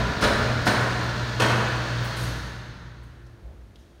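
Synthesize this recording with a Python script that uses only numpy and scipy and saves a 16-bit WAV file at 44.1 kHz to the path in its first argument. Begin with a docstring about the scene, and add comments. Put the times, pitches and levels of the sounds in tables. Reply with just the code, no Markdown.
"""In a metal-clad hangar, a steel folding door settles shut. Its electric winch hums, its gears
rattle and whine, and the sheet-metal panels bang three times over the echo of an earlier bang.
The brake clacks and the drive stops. The hall rings on over low air noise, small metal parts
tick as they settle, and the shut door flexes once with a soft, low swell."""
import sys
import numpy as np
from scipy import signal
from scipy.fft import rfft, irfft
from scipy.io import wavfile

SR = 44100
rng = np.random.default_rng(int(sys.argv[2]) if len(sys.argv) > 2 else 0)


def digitize_waveform(pressure):
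    """Quantize a signal to 16-bit integers and store it at the path in sys.argv[1].

    Rows of a 2-D input are taken as channels; values are limited to [-1, 1].
    """
    field = np.atleast_2d(pressure).T
    bounded = np.clip(field, -1, 1)
    quanta = np.round(bounded * 32767).astype(np.int16)
    wavfile.write(sys.argv[1], SR, quanta)


N = 176400
LEAD = 2 * SR  # samples of head start, so the hall is already echoing
MOTOR_HZ, STOP_S = 59.44, 2.27  # shaft turns per second; when the drive stops


def undb(db):
    """Turn decibels into a gain."""
    return 10 ** (np.asarray(db) / 20)


def unit(x):
    """Scale a steady sound to an average level (rms) of 1."""
    return x / np.sqrt(np.mean(x ** 2))


def pulse(x):
    """Scale a short sound to a total energy of 1."""
    return x / np.sqrt(np.sum(x ** 2))


def fade(t, ring_s):
    """Die away from time zero, losing 60 dB every ring_s seconds."""
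    return np.exp(-np.log(1000) * np.maximum(t, 0) / ring_s)


def at(hz, points):
    """Read between a table's rows, with octaves evenly spaced."""
    pitches, values = np.array(points, float).T
    return np.interp(np.log(hz + 1e-9), np.log(pitches), values)


def colour(x, points, size=4096):
    """Filter a sound through rows of pitch_hz, level_db."""
    cepstrum = irfft(at(np.fft.rfftfreq(size, 1 / SR), points) * np.log(10) / 20)
    # Fold it so that the filter never rings before the sound arrives.
    cepstrum[1:size // 2] *= 2
    cepstrum[size // 2 + 1:] = 0
    return signal.fftconvolve(x, irfft(np.exp(rfft(cepstrum))))[:len(x)]


def narrow(hz, width_hz, size):
    """A wavering tone: one resonance shaken by noise."""
    gain = 1 / (1 + (2 * (np.fft.rfftfreq(size, 1 / SR) - hz) / width_hz) ** 2)
    return unit(irfft(rfft(rng.standard_normal(size)) * gain, size))


def ring(ring_times, size, bands=12):
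    """Countless resonances die away, each band of pitch at its own rate."""
    t, out = np.arange(size) / SR, 0
    spectrum = rfft(rng.standard_normal(size))
    centres_hz = np.geomspace(50, 16000, bands)
    place = np.interp(np.log(np.fft.rfftfreq(size, 1 / SR) + 1), np.log(centres_hz), np.arange(bands))
    for k, hz in enumerate(centres_hz):
        band = irfft(spectrum * np.maximum(1 - abs(place - k), 0), size)
        out = out + band * fade(t, at(hz, ring_times))
    return out


def random_steps(size, hold):
    """Random values, each held for a number of samples."""
    return np.repeat(rng.standard_normal(size // hold + 1), hold)[:size]


def add(out, start_s, x):
    """Mix a sound in at a given time."""
    i = int(start_s * SR)
    out[i:i + len(x)] += x[:len(out) - i]


def hall(x, echo_db):
    """Add wall echoes that thicken into a long tail; each source gets its own."""
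    # How long the hall rings: pitch_hz, ring_s
    ring_times = [(60, 4.5), (200, 2.5), (500, 2.1), (1500, 2.5), (4000, 2), (7000, 1.71), (11000, 0.9),
                  (15000, 1.2)]
    build_s, scatter_db, blur_s = 0.012, 5.5, 0.082
    t = np.arange(N) / SR
    early_echoes = undb(scatter_db * np.exp(-t / blur_s) * random_steps(N, hold=20))
    tail = pulse(ring(ring_times, N) * early_echoes * (1 - np.exp(-t / build_s)))
    return x + undb(echo_db) * signal.fftconvolve(x, tail)[:len(x)]


def panel_bangs():
    """Each hit cracks, shakes the sheet metal, and rings the frame and the struck spot."""
    # Hits, bunched into bangs: start_s, level_db, tilt_db_per_octave, rise_s, spot_hz, spot_db
    hits = [(-.4, 6, -.5, 0.00073, 1440, -17), (.209, -7.5, 1.7, 0.0098, 5200, -13),
            (.223, -1, -1.7, 0.0027, 1440, -11.5), (.238, -2.5, 0, 0.00087, 3940, -13),
            (.654, -18, 5.5, .0056, 5230, -2), (.666, -0.76, -0.7, 0.001108, 1470, -10),
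            (.674, -5, 0.2, 0.00063, 4140, -12.5), (1.398, -1, -0.36, 0.0019, 2600, -12),
            (1.42, -2.5, 0, 0.0004, 3070, -14.5), (1.494, -9, -1.5, 0.0026, 1560, -12)]
    # Tone of the sheet metal: pitch_hz, level_db
    panel_tone = [(28, -30), (60, -11), (95, -9.5), (150, -6.5), (215, -6), (290, -11), (430, -9),
                  (600, -6), (820, -13.5), (1050, -8.5), (1200, -13), (1480, -8.5), (1780, -12.5),
                  (2050, -15), (2750, -18.5), (4200, -20.5), (4950, -20.5), (6500, -24), (9000, -28.5),
                  (11500, -37.5), (15500, -43)]
    # How long the sheet metal rings: pitch_hz, ring_s
    panel_ring = [(100, 0.73), (500, 0.61), (1500, 0.93), (4000, 0.31), (12000, 0.28)]
    # The door frame's own notes: pitch_hz, level_db, ring_s
    frame_notes = [(87, -5, 1.2), (142, -16, 0.34), (206, 16, 0.35), (467, 10, 1.4), (546, -11, 0.53),
                   (978, 5.5, 1.9), (1070, -3, 0.78), (1430, -20, 0.93), (1820, -20, 1.9)]
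    bang_db, frame_db, crack_db, crack_s = 14.5, -17, -1, 0.014
    out, t = np.zeros(LEAD + N), np.arange(2 * SR) / SR
    for start_s, level_db, tilt, rise_s, spot_hz, spot_db in hits:
        rise = 1 - np.exp(-t / rise_s)
        shake = pulse(ring(panel_ring, len(t)))
        crack = undb(crack_db) * pulse(rng.standard_normal(len(t)) * np.exp(-t / crack_s))
        tilted_tone = [(hz, db + tilt * np.log2(hz / 1000)) for hz, db in panel_tone]
        sheet = pulse(colour((shake + crack) * rise, tilted_tone))
        notes = 0
        for hz, db, ring_s in frame_notes:
            detuned_hz = hz * (1 + 0.0032 * rng.standard_normal())
            notes += undb(db) * fade(t, ring_s) * np.sin(2 * np.pi * (detuned_hz * t + rng.random()))
        frame = undb(frame_db) * pulse(notes * rise)
        clank = narrow(spot_hz, 0.11 * spot_hz, len(t)) * fade(t, ring_s=.16)
        spot = undb(spot_db) * pulse(clank * rise)
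        add(out, start_s + LEAD / SR, undb(bang_db + level_db) * (sheet + frame + spot))
    return hall(out, echo_db=-0.5)[LEAD:]


def winch():
    """Gears rattle and whine and the moving door rumbles, until the drive runs down."""
    # Tone of the gear rattle: pitch_hz, level_db
    gear_tone = [(25, -32), (60, -26), (150, -13.5), (235, -20), (290, -18.5), (450, -17.5), (620, -15),
                 (740, -20), (973, -15.5), (1160, -17.5), (1450, -13), (1780, -15.5), (2300, -22.5),
                 (3100, -22.5), (4000, -19), (6000, -26.5), (8000, -33.5), (10100, -43.5), (15500, -48)]
    # Notes of the gear whine: pitch_hz, level_db
    whine_notes = [(334, -4), (635, -2), (958, -1.5), (1421, 2), (1728, 3.5), (2439, -17)]
    # The whine eases as the door seats: time_s, boost_db
    whine_boost = [(1.85, 6), (2.2, 1.5)]
    # Loudness of the door's rumble: time_s, level_db
    rumble_levels = [(0, -35), (.5, -44), (1.1, -57), (1.8, -55), (2.25, -40.5)]
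    # Tone of that rumble: pitch_hz, level_db
    rumble_tone = [(15, -40), (28, -33), (55, 3.5), (90, 2), (220, -1), (400, -12), (650, -16),
                   (1500, -23.5), (8000, -57)]
    gear_db, whine_db, knock_db = -39, -52.5, 0.5
    tooth_depth, whine_width_hz, run_down_s = 0.23, 23, .08
    t = np.arange(-LEAD, N) / SR
    size = len(t)
    knocks = undb(knock_db * random_steps(size, hold=100))
    teeth = knocks * (1 + tooth_depth * np.sin(2 * np.pi * MOTOR_HZ * t))  # one swell per shaft turn
    gears = undb(gear_db) * unit(colour(teeth * rng.standard_normal(size), gear_tone))
    whine = unit(sum(undb(db) * narrow(hz, whine_width_hz, size) for hz, db in whine_notes))
    whine *= undb(whine_db + np.interp(t, *np.array(whine_boost).T))
    rumble = unit(colour(rng.standard_normal(size), rumble_tone))
    rumble *= undb(np.interp(t, *np.array(rumble_levels).T))
    running = np.exp(-np.maximum(t - STOP_S, 0) / run_down_s)
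    return hall((gears + whine + rumble) * running, echo_db=2.5)[LEAD:]


def motor_hum():
    """Mains hum and a shaft tone; after the stop, two close hall notes ring on and throb."""
    # Loudness of the two tones: time_s, hum_db, shaft_db
    levels = [(0, -30.5, -39), (.25, -42, -42), (.5, -26.5, -48), (.68, -31, -41), (.77, -29.5, -49),
              (1.1, -30.5, -43), (1.42, -27.5, -47), (1.7, -33.5, -44), (1.98, -29, -46), (2.17, -35, -44),
              (2.27, -28, -41)]
    mains_hz, waver_db, shaft_boost_db = 60, 2, 3.4
    linger_db, linger_s, throb_hz, throb_db = -8, 3.8, 2.9, -7
    t = np.arange(N) / SR
    time_s, hum_db, shaft_db = np.array(levels).T
    since_stop = np.maximum(t - STOP_S, 0)
    driven, dying = fade(since_stop, ring_s=.28), fade(since_stop, linger_s)
    phase = 2 * np.pi * 2 * mains_hz * t  # the hum is at twice the mains pitch
    hall_notes = np.sin(phase) + undb(throb_db) * np.sin(phase - 2 * np.pi * throb_hz * since_stop)
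    linger = undb(linger_db) * (1 - driven) * dying * hall_notes
    hum_gain = undb(np.interp(t, time_s, hum_db) + waver_db * narrow(0, 25, N))
    shaft_gain = undb(shaft_boost_db + np.interp(t, time_s, shaft_db) + waver_db * narrow(0, 7.8, N))
    hum = hum_gain * (driven * np.sin(phase) + linger)
    shaft = shaft_gain * np.sin(2 * np.pi * MOTOR_HZ * t) * dying
    return np.sqrt(2) * (hum + shaft)


def building_air():
    """Low air noise and the building's faint, wavering drones."""
    # Tone of the air: pitch_hz, level_db
    air_tone = [(12, -48), (25, -29), (55, 0), (90, -7), (150, -16), (240, -15.5), (420, -20), (600, -22.5),
                (1000, -31), (1600, -31), (2500, -37), (7000, -43), (15500, -53)]
    # The building's drones: pitch_hz, level_db, width_hz
    drones = [(59, -53, 7), (120, -63, 3), (346, -64.5, 6)]
    air = undb(-50.5) * unit(colour(rng.standard_normal(N), air_tone))
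    return air + sum(undb(db) * narrow(hz, width_hz, N) for hz, db, width_hz in drones)


def metal_ticks():
    """Small metal parts tick and scrape as they settle."""
    # Ticks and scrapes: start_s, level_db, pitch_hz, rise_s, ring_s
    ticks = [(1.033, -27, 11820, 0.0048, 0.053), (3.028, -36, 9000, 0.0063, 0.12),
             (3.264, -36, 5440, .003, .05), (3.756, -28, 3700, 0.0035, 0.028),
             (3.78, -34.5, 6300, .02, 0.22)]
    out, t = np.zeros(N), np.arange(SR // 2) / SR
    for start_s, level_db, hz, rise_s, ring_s in ticks:
        tone = [(hz * 0.58, -14), (hz * 0.87, 0), (hz * 0.99, -1), (hz * 2, -14), (hz * 4, -28)]
        burst = rng.standard_normal(len(t)) * fade(t, ring_s) * (1 - np.exp(-t / rise_s))
        add(out, start_s, undb(level_db) * pulse(colour(burst, tone)))
    return hall(out, echo_db=-1.5)


def brake_clacks():
    """The brake and its relay snap in, with a brief rubbing hiss and a thin, lasting ring."""
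    # Brake and relay snaps: start_s, level_db
    clacks = [(2.039, -9.5), (2.163, -4.5), (2.193, -6.5), (2.226, -5)]
    # Tone of a snap: pitch_hz, level_db
    clack_tone = [(25, -13), (120, 8), (220, 6), (330, -2), (500, -12), (1500, -7), (2500, -4.5),
                  (4200, -5), (6400, 2), (9000, 2), (11200, 0.5), (12500, -5), (15500, -9)]
    clack_db, thin_ring_db, rise_s = -7, -12, .006
    rub_db, rub_peak_s, rub_half_s = -57, 2.05, .045
    out, t = np.zeros(N), np.arange(SR) / SR
    rise = 1 - np.exp(-t / rise_s)
    for start_s, level_db in clacks:
        snap = pulse(colour(rng.standard_normal(len(t)), clack_tone) * fade(t, ring_s=0.18) * rise)
        thin_ring = pulse(narrow(hz=6370, width_hz=60, size=len(t)) * fade(t, ring_s=1.5) * rise)
        add(out, start_s, undb(clack_db + level_db) * (snap + undb(thin_ring_db) * thin_ring))
    swell = np.exp(-((np.arange(N) / SR - rub_peak_s) / rub_half_s) ** 2)
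    rub = undb(rub_db) * narrow(hz=15400, width_hz=700, size=N) * swell
    return hall(out, echo_db=0) + rub


def door_flex():
    """The shut door flexes once with a soft, low swell."""
    # Tone of the flexing door: pitch_hz, level_db
    flex_tone = [(25, -34.5), (58, 5.5), (90, -13), (250, -22.5), (550, -27.5), (1200, -42), (8000, -68)]
    level_db, peak_s, half_length_s = -40, 3.5, 0.098
    swell = np.exp(-((np.arange(N) / SR - peak_s) / half_length_s) ** 2)
    return undb(level_db) * unit(colour(rng.standard_normal(N), flex_tone)) * swell


def scene():
    """Door, drive and hall, mixed into one channel."""
    mix = panel_bangs() + winch() + motor_hum() + building_air()
    return (mix + metal_ticks() + brake_clacks() + door_flex())[None]


def record(dry):
    """The microphone colours the treble, and a steep filter cuts the very top."""
    # Dips in the microphone's treble: pitch_hz, level_db
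    mic_tone = [(4500, -0.5), (5000, -3.5), (5600, -2.5), (6900, -2), (7500, -7), (8600, -1.5),
                (9700, -1.5), (10400, -6), (11100, -1.5), (12500, -2)]
    top_hz = 15750
    top_cut = signal.ellip(10, .2, 80, top_hz, fs=SR, output="sos")
    return signal.sosfilt(top_cut, colour(dry[0], mic_tone))[None]


dry = scene()
out = record(dry)
digitize_waveform(out)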